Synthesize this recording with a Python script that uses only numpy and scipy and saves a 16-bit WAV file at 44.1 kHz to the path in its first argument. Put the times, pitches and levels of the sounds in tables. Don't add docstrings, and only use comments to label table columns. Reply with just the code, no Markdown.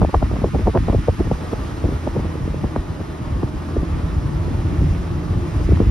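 import sys
import numpy as np
from scipy import signal
from scipy.fft import rfft, irfft
from scipy.io import wavfile
from scipy.ndimage import uniform_filter1d, map_coordinates

SR = 44100
rng = np.random.default_rng(int(sys.argv[2]) if len(sys.argv) > 2 else 0)


def dump_mix(stems):
    frames = np.atleast_2d(stems).T
    limited = np.clip(frames, -1, 1)
    pcm = np.round(limited * 32767).astype(np.int16)
    wavfile.write(sys.argv[1], SR, pcm)


N = 260190
TIME = np.arange(N) / SR
FREQ = np.maximum(np.arange(N // 2 + 1) * SR / N, 1)


def undb(db):
    return 10 ** (np.asarray(db) / 20)


def to_db(gain):
    return 20 * np.log10(gain)


def unit(x):
    return x / np.sqrt(np.mean(x ** 2))


def curves(table):
    s, *columns = np.transpose(table)
    return [np.interp(TIME, s, column) for column in columns]


def across(points):
    hz, value = np.transpose(points)
    return np.interp(np.log(FREQ), np.log(hz), value)


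def walk(rate):
    return unit(irfft(rfft(rng.standard_normal(N)) / (1 + (FREQ / rate) ** 4), N))


def resonance(f, hz, damping):
    return 1 / (1 + ((f / hz - hz / f) / (2 * damping)) ** 2) ** 2


def lift(modes):
    return sum(peak_db / (1 + (2 * (FREQ - hz) / width) ** 2) for hz, width, peak_db in modes)


def stereo_noise(db):
    # f/Hz, coherence (1 = the same)
    likeness = [(40, .99), (80, .96), (130, .83), (290, .6), (640, .5), (1300, .65), (1550, .2),
                (1850, .55), (2900, .42), (3600, .75), (4500, .55), (5200, .85), (7400, .85), (12000, .75)]
    # f/Hz, left minus right/dB
    balance_db = [(150, 0), (320, -2), (700, 0.5), (1080, 3), (1400, -0.5), (1800, -5), (2500, -3),
                  (3300, 0.5), (4700, -1.5), (5500, -1)]
    # f/Hz, phase lead/radians
    port_phase = [(500, 0), (680, .8), (1280, 1.2), (1520, 0), (3000, 0), (4500, 1.4), (4850, .2),
                  (5300, .2), (7400, 3.14), (10200, 6.28), (11600, 7), (13000, 9.42)]
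    alike = np.clip(across(likeness), -.99, .99)
    mid = rfft(rng.standard_normal(N)) * undb(db) * np.sqrt(1 + alike)
    side = rfft(rng.standard_normal(N)) * undb(db) * np.sqrt(1 - alike)
    left = undb(across(balance_db) / 2) * np.exp(1j * across(port_phase) / 2)
    ports = irfft(np.array([(mid + side) * left, (mid - side) / left]), N)
    return ports / np.std(ports.mean(axis=0))


def wind(gust_db):
    # t/s, level/dB (before the 3 dB lift below), half length/ms, middle of the spectrum/Hz
    slap_table = [(.019,-14.5,1.45,484), (.035,-16.5,1.9,333), (.048,-18.5,2.3,410), (.093,-25.5,2.3,432),
                  (.146,-15,2.7,656), (.226,-18,2.55,513), (.315,-25,1.3,350), (.34,-25,3,300),
                  (.364,-26,3.7,440), (.388,-22.5,2.4,287), (.402,-29,1.2,257), (.422,-24,2.2,462),
                  (.442,-15.5,2.5,422), (.456,-18.5,1.8,366), (.487,-24.5,1.8,288), (.551,-16.5,3.5,388),
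                  (.562,-24,4.6,397), (.6,-24,13,260), (.677,-17,7.5,430), (.754,-15,3.8,512),
                  (.766,-18,5.7,523), (.776,-17,1.1,590), (.886,-20.5,2.8,633), (.897,-19.5,5.2,440),
                  (.93,-21.5,2.1,536), (.943,-20,4.9,400), (1.087,-17,5,450), (1.204,-21,6.4,324),
                  (1.25,-24,3.4,220), (1.275,-24,3.6,240), (1.319,-12,1.5,310), (1.321,-15,2.3,202),
                  (1.533,-19,3.4,378), (1.853,-21.5,7.7,286), (1.892,-19.5,4.7,247), (1.925,-25.5,3.7,295),
                  (2.077,-22.5,5.3,453), (2.168,-20.5,8.2,310), (2.196,-24,3,300), (2.255,-24,5.5,276),
                  (2.357,-24.5,1.6,313), (2.402,-23.5,4.3,190), (2.48,-25,2.7,257), (2.545,-24,1.1,280),
                  (2.563,-26,4,190), (2.643,-19,4.5,336), (2.762,-20.5,3,520), (2.771,-25.5,4.6,242),
                  (3.005,-23.5,5.6,270), (3.435,-20.5,2.7,260), (3.77,-19,3.5,290), (3.832,-22.5,4.7,265),
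                  (4.483,-26,2,251), (4.818,-19,7.7,213), (4.838,-23,2.1,255), (5.37,-32,1.8,252),
                  (5.692,-20,2.3,220), (5.723,-17,2.3,190), (5.804,-15,1.4,325), (5.819,-18,5.2,300)]
    flutter_db, flutter_share = -30, .24
    slaps = undb(3.0) * eddies(slap_table, slap_colour, apart=.21, late=.6954, lumpy_db=3, attack=.84)
    bursts = undb(4 * walk(35))
    flutter_colour = slap_colour(FREQ, hz=234, low=1.0)
    flutter = unit(stereo_noise(to_db(flutter_colour)) * bursts)
    flutter = flutter * undb(flutter_db + flutter_share * gust_db)
    return slaps + snaps() + undb(-1.5) * thumps() + flutter


def eddies(rows, colour, apart, late, lumpy_db, attack, size=8192):
    out = np.zeros((2, N + 2 * size))
    t = (np.arange(size) - size // 2) / SR
    f = np.maximum(np.arange(size // 2 + 1) * SR / size, 1)
    for s, db, half_ms, hz in rows:
        lengths = 1000 * t / half_ms / np.where(t < 0, attack, 2 - attack)
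        swell = np.exp(-lengths ** 2 / 4)
        lumps = undb(lumpy_db * unit(uniform_filter1d(rng.standard_normal(size), size=90)))
        glide = np.exp(-2j * np.pi * late * (np.log(f) - f / hz))
        noise = rng.standard_normal((2, size)) * swell * lumps
        mid, side = irfft(rfft(noise) * colour(f, hz) * glide)
        mid, side = unit(mid), apart * unit(side)
        burst = np.array([mid + side, mid - side]) * undb(db) * np.sqrt(np.mean(swell ** 2))
        start = int(np.clip(s, 0, N / SR) * SR) + size // 2
        out[:, start:start + size] += burst
    return out[:, size:size + N]


def slap_colour(f, hz, low=0.33, edge=1.37, slope=2.44, tilt=0.61, port_hz=980, leak=0.58):
    low_hz = low * hz * np.sqrt(hz / 320)
    bass_edge = 1 / np.sqrt(1 + (low_hz / f) ** 4)
    treble_edge = 1 / np.sqrt(1 + (f / (edge * hz)) ** (2 * slope))
    port = leak + 1 / np.sqrt(1 + (f / port_hz) ** 10)
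    return f ** -tilt * bass_edge * treble_edge * port


def snaps(apart=0.38, size=4096):
    # t/s, level/dB, middle of the spectrum/Hz, damping (0-1)
    snap_table = [(.0185,-7.5,650,0.7), (.03,-11.5,650,0.6), (.049,-9,620,0.4), (.146,-0.5,770,0.48),
                  (.2275,-9.5,590,0.63), (.315,-20.5,520,0.4), (.419,-18,600,0.5), (.4435,-8,590,.5),
                  (.549,-8,383,0.9), (.558,-13,362,.5), (.672,-11,700,0.7), (.753,-14,676,0.4),
                  (.764,-12,680,0.5), (.775,-15,1200,.85), (.681,-8.5,520,0.47), (.886,-13.5,720,.5),
                  (.898,-13,640,0.6), (.949,-9,430,.45), (1.085,-5,534,0.48), (1.209,-8.5,330,0.42),
                  (1.315,-6.5,565,0.53), (1.535,-10,420,0.6), (1.842,-9.5,380,.62), (2.075,-14,640,0.53),
                  (2.168,-12,338,0.64), (2.479,-15.5,340,0.56), (2.544,-17,477,0.4), (2.643,-15.5,745,0.46),
                  (2.762,-11,910,0.62), (3.432,-16.5,700,.6), (3.436,-10.5,258,0.66), (3.768,-17,484,0.9),
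                  (4.483,-15,300,.6), (5.692,-12,330,0.4), (5.723,-8.5,300,0.57), (5.773,-20.5,1000,0.4),
                  (5.8025,-20.5,950,.35), (5.804,-6.5,300,.62)]
    out = np.zeros((2, N + size))
    f = np.maximum(np.arange(size // 2 + 1) * SR / size, 1)
    for s, db, hz, damping in snap_table:
        band = resonance(f, hz, damping)
        out_of_step = np.array([[apart], [-apart]]) * rng.choice([-1, 1])
        phase = 2 * np.pi * rng.random() + out_of_step
        kick = np.roll(irfft(band * np.exp(1j * phase)), size // 2, axis=1)
        kick = kick / irfft(band)[0]
        start = int(np.clip(s, 0, N / SR) * SR)
        out[:, start:start + size] += undb(db) * kick
    return out[:, size // 2:size // 2 + N]


def thumps(attack=0.69, fall_octaves=.75, fall_s=.012, ragged=0.24, apart=0.078):
    # t/s, level/dB (before wind() takes off 1.5 dB), half length/ms, pitch at that time/Hz
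    thump_table = [(.039,-13.5,5.4,110.3), (0.169,-10.5,7.7,72), (0.24,-8.5,4.1,81.1), (.332,-14.5,5,87),
                   (.439,-12,5.6,78.5), (.549,-12,5.8,98.1), (0.577,-14,5,72.2), (.647,-14,16,58.6),
                   (0.692,-13,8.7,94.8), (.785,-10.5,5.3,72.4), (.827,-14.5,9.9,61.9),
                   (0.904,-5.5,2.2,88.7), (.964,-8,5.5,79.2), (1.098,-10.5,7.6,84.2), (1.213,-16,10.6,70),
                   (1.271,-16,7.7,60.8), (1.326,-13.5,11.5,109.7), (1.6,-22,12,80), (1.852,-10,7.3,71),
                   (1.938,-18,4.2,85.1), (2.085,-18,17,69.4), (2.192,-17,6.2,75.9), (2.225,-17.5,7,84.5),
                   (2.264,-17,4,86.2), (2.499,-18,8.5,75.05), (2.652,-11.5,4.6,81.9), (2.785,-12,5.3,59.2),
                   (2.905,-20.5,6.6,96.1), (3.22,-16.5,4.4,115.8), (3.335,-19.5,19,79.6),
                   (3.444,-12.5,5.5,100), (3.782,-11,3.2,73.3), (3.807,-14.5,7.4,64.7),
                   (3.928,-18.5,10.6,70.4), (4.042,-12.5,5.3,77.2), (4.174,-15.5,6.5,84.1),
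                   (4.361,-15,6,87.5), (4.406,-15,7.3,100.4), (4.549,-20,5,88.2), (4.595,-15.5,4,76.3),
                   (4.657,-16,10.3,107.3), (4.72,-20,6.6,66.9), (4.795,-8,7,80.6), (4.847,-16,8.2,93.4),
                   (4.907,-8.5,5.5,77), (4.987,-9,4.9,80.5), (5.314,-14.5,8.2,107.7), (5.371,-13,4.1,76.5),
                   (5.42,-13,4.2,98), (5.571,-11.5,7.6,77.5), (5.619,-9.5,5.6,70.2), (5.654,-9,4.9,61.6),
                   (5.711,-5,7.4,84.3), (5.738,-5,5.3,79.9), (5.81,-8,4,80.1), (5.833,-11,6.6,71.7),
                   (5.881,-12,11,61)]
    out = np.zeros((2, N))
    for s, db, half_ms, hz in thump_table:
        near = np.abs(TIME - s) < .12
        t = TIME[near] - s
        lengths = 1000 * t / half_ms
        rise = np.exp(-(lengths / attack) ** 2 / 4)
        fall = 1 / np.cosh(lengths / np.sqrt(2))
        swell = np.where(t < 0, rise, fall)
        pitch_hz = hz * 2 ** (-fall_octaves * np.tanh(t / fall_s))
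        phase = 2 * np.pi * (np.cumsum(pitch_hz) / SR + rng.random())
        ports = np.array([[1], [-1]]) * apart * rng.standard_normal()
        out[:, near] += np.sqrt(2) * undb(db) * swell * np.sin(phase + ports)
    return out * (1 + ragged * walk(150))


def engine(wobble=0.0138, throb_db=3, port_shift=0.013):
    # t/s, level/dB
    load = [(0, -67), (1.4, -35), (2.2, -28.5), (2.9, -32.5), (4.3, -26.5), (5, -23), (5.9, -24.5)]
    # multiple of the firing rate, level relative to the other orders/dB
    orders_db = [(1, -1), (1.5, -35), (2, -9), (3.5, -16.5), (4, -14.5)]
    firing_hz, rise_hz_per_s = 78.96, 1.3
    db, = curves(load)
    hz = firing_hz + rise_hz_per_s * TIME
    phase = 2 * np.pi * np.cumsum(hz * (1 + wobble * walk(5.43))) / SR
    phase = phase + np.array([[port_shift], [-port_shift]])
    drone = 0
    for multiple, order_db in orders_db:
        throb = undb(order_db + throb_db * walk(3.2))
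        drone = drone + throb * np.sin(multiple * phase + rng.uniform(0, 2 * np.pi))
    return unit(drone) * undb(db)


def road(gust_db, boom_hz=148, damping=0.2, hum_hz=305, hum_damping=0.33):
    # f/Hz, relative level/dB
    rumble_colour = [(18, -34), (30, -11), (45, 5), (85, 2), (115, -0.5), (160, -5.5), (210, -9.5),
                     (330, -11), (500, -72), (900, -88)]
    # t/s, middle level/dB
    boom_table = [(0, -51), (2.2, -41.5), (2.5, -28.5), (2.9, -37.5), (3.85, -40.5), (4.15, -25),
                  (5.05, -34), (5.9, -32)]
    # t/s, middle level/dB
    hum_table = [(0, -37), (1.4, -39), (2.9, -38.5), (3.7, -36.5), (4.5, -36), (5.9, -35.5)]
    boom_db, = curves(boom_table)
    hum_db, = curves(hum_table)
    boom = stereo_noise(to_db(resonance(FREQ, boom_hz, damping))) * undb(boom_db + 2.1 * walk(9.4))
    hum = stereo_noise(to_db(resonance(FREQ, hum_hz, hum_damping))) * undb(hum_db + 1.5 * walk(13))
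    rumble = stereo_noise(across(rumble_colour)) * undb(gust_db + 6.0 + 2.7 * walk(15.4))
    return rumble + boom + hum


def tyres():
    # f/Hz, relative level/dB
    roar_colour = [(150, 3.5), (260, 5), (420, 4), (600, -0.5), (780, -0.5), (1150, -0.5), (1450, -6),
                   (1850, -11), (2600, -14), (4000, -19), (7000, -28.5), (14000, -34.5)]
    # f/Hz, width/Hz, lift/dB
    tyre_modes = [(627, 61, 4.5), (860, 23, 4), (1230, 53, 2.5), (1518, 50, 1.5), (1600, 52, -2),
                  (1844, 160, 3.5)]
    # t/s, middle level/dB
    roar_table = [(0, -35), (1.3, -34), (1.42, -33.5), (2.2, -35), (2.55, -36.5), (2.9, -36.5), (3.6, -36),
                  (4.3, -35.5), (5.9, -35)]
    db, = curves(roar_table)
    return stereo_noise(across(roar_colour) + lift(tyre_modes)) * undb(db + 0.75 * walk(28.0))


def airstream(flow_db, rush_hz=2050, damping=0.53):
    # f/Hz, relative level/dB
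    hiss_colour = [(1200, -12), (2800, -.3), (3500, -2.5), (4000, -1), (4500, -.5), (5600, 1), (6400, .3),
                   (7500, -3), (8200, -4.5), (9500, -7.5), (12500, -10.5)]
    # f/Hz, width/Hz, lift/dB
    gap_modes = [(2730, 220, 2.5), (3450, 200, -2.5), (3950, 250, 2.5), (4810, 130, 4.5), (5380, 260, 3)]
    # t/s, level/dB
    rush_table = [(0, -52), (1.2, -51), (1.5, -70), (2.15, -52), (2.5, -57), (3.4, -71), (3.95, -54),
                  (4.3, -58), (4.85, -46), (5.2, -58), (5.7, -48.5)]
    rush_db, = curves(rush_table)
    waver_db = .7 * walk(20)
    grain_db = 2.5 * walk(9) + 3 * walk(120)
    grainy = stereo_noise(to_db(resonance(FREQ, rush_hz, damping))) * undb(grain_db)
    rush = unit(grainy) * undb(rush_db)
    hiss = stereo_noise(across(hiss_colour) + lift(gap_modes)) * undb(flow_db - 1.5 + waver_db)
    return hiss + rush


def cabin(x, count=6, echo_db=-15.5, drift_s=.00025):
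    lags = rng.uniform(.003, .022, count)
    paths = [TIME - lag - drift_s * walk(.7) for lag in lags]
    ports = []
    for port in x:
        echoes = sum(map_coordinates(port, [path * SR], mode="wrap") for path in paths)
        ports.append(port + undb(echo_db) * echoes)
    return np.array(ports)


def suppressor(x):
    # lower edge f/Hz, upper edge f/Hz, threshold against the running mean/dB
    bands = [(30, 210, -11.5), (172, 560, -10), (398, 1050, -11)]
    out = x
    for low_hz, high_hz, threshold_db in bands:
        band_filter = signal.butter(2, [low_hz, high_hz], "bandpass", fs=SR, output="sos")
        band = signal.sosfiltfilt(band_filter, x)
        power = np.mean(band ** 2, axis=0)
        now = uniform_filter1d(uniform_filter1d(power, size=800), size=400)
        threshold = uniform_filter1d(power, size=15000) * undb(threshold_db) ** 2
        out = out - band / (1 + (now / (threshold + 1e-12)) ** 2)
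    return out


def scene():
    # t/s, level/dB
    gust_table = [(0, -24), (.5, -33.5), (.7, -29), (1.25, -29.5), (1.45, -36.5), (1.8, -33.5),
                  (2.15, -34.5), (3.1, -38.5), (3.4, -31.5), (3.68, -38.5), (4.05, -32), (4.85, -29.5),
                  (5.2, -34), (5.55, -31.5), (5.72, -25), (5.9, -27)]
    # t/s, level/dB
    flow_table = [(0.06, -52.5), (1.62, -51.5), (3.15, -56.5), (3.34, -55), (4.73, -54), (4.89, -50.5),
                  (4.98, -54), (5.44, -54), (5.61, -50.5), (5.84, -52.5)]
    gust_db, = curves(gust_table)
    flow_db, = curves(flow_table)
    return wind(gust_db) + engine() + road(gust_db) + cabin(tyres() + airstream(flow_db))


def record(dry):
    bass_cut = signal.butter(2, 24, "highpass", fs=SR, output="sos")
    lean = suppressor(signal.sosfilt(bass_cut, dry))
    rounded = lean / (1 + lean ** 6) ** (1 / 6)
    top_cut = signal.ellip(8, .2, 70, 12350, fs=SR, output="sos")
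    return signal.sosfilt(top_cut, rounded)


dry = scene()
out = record(dry)
dump_mix(out)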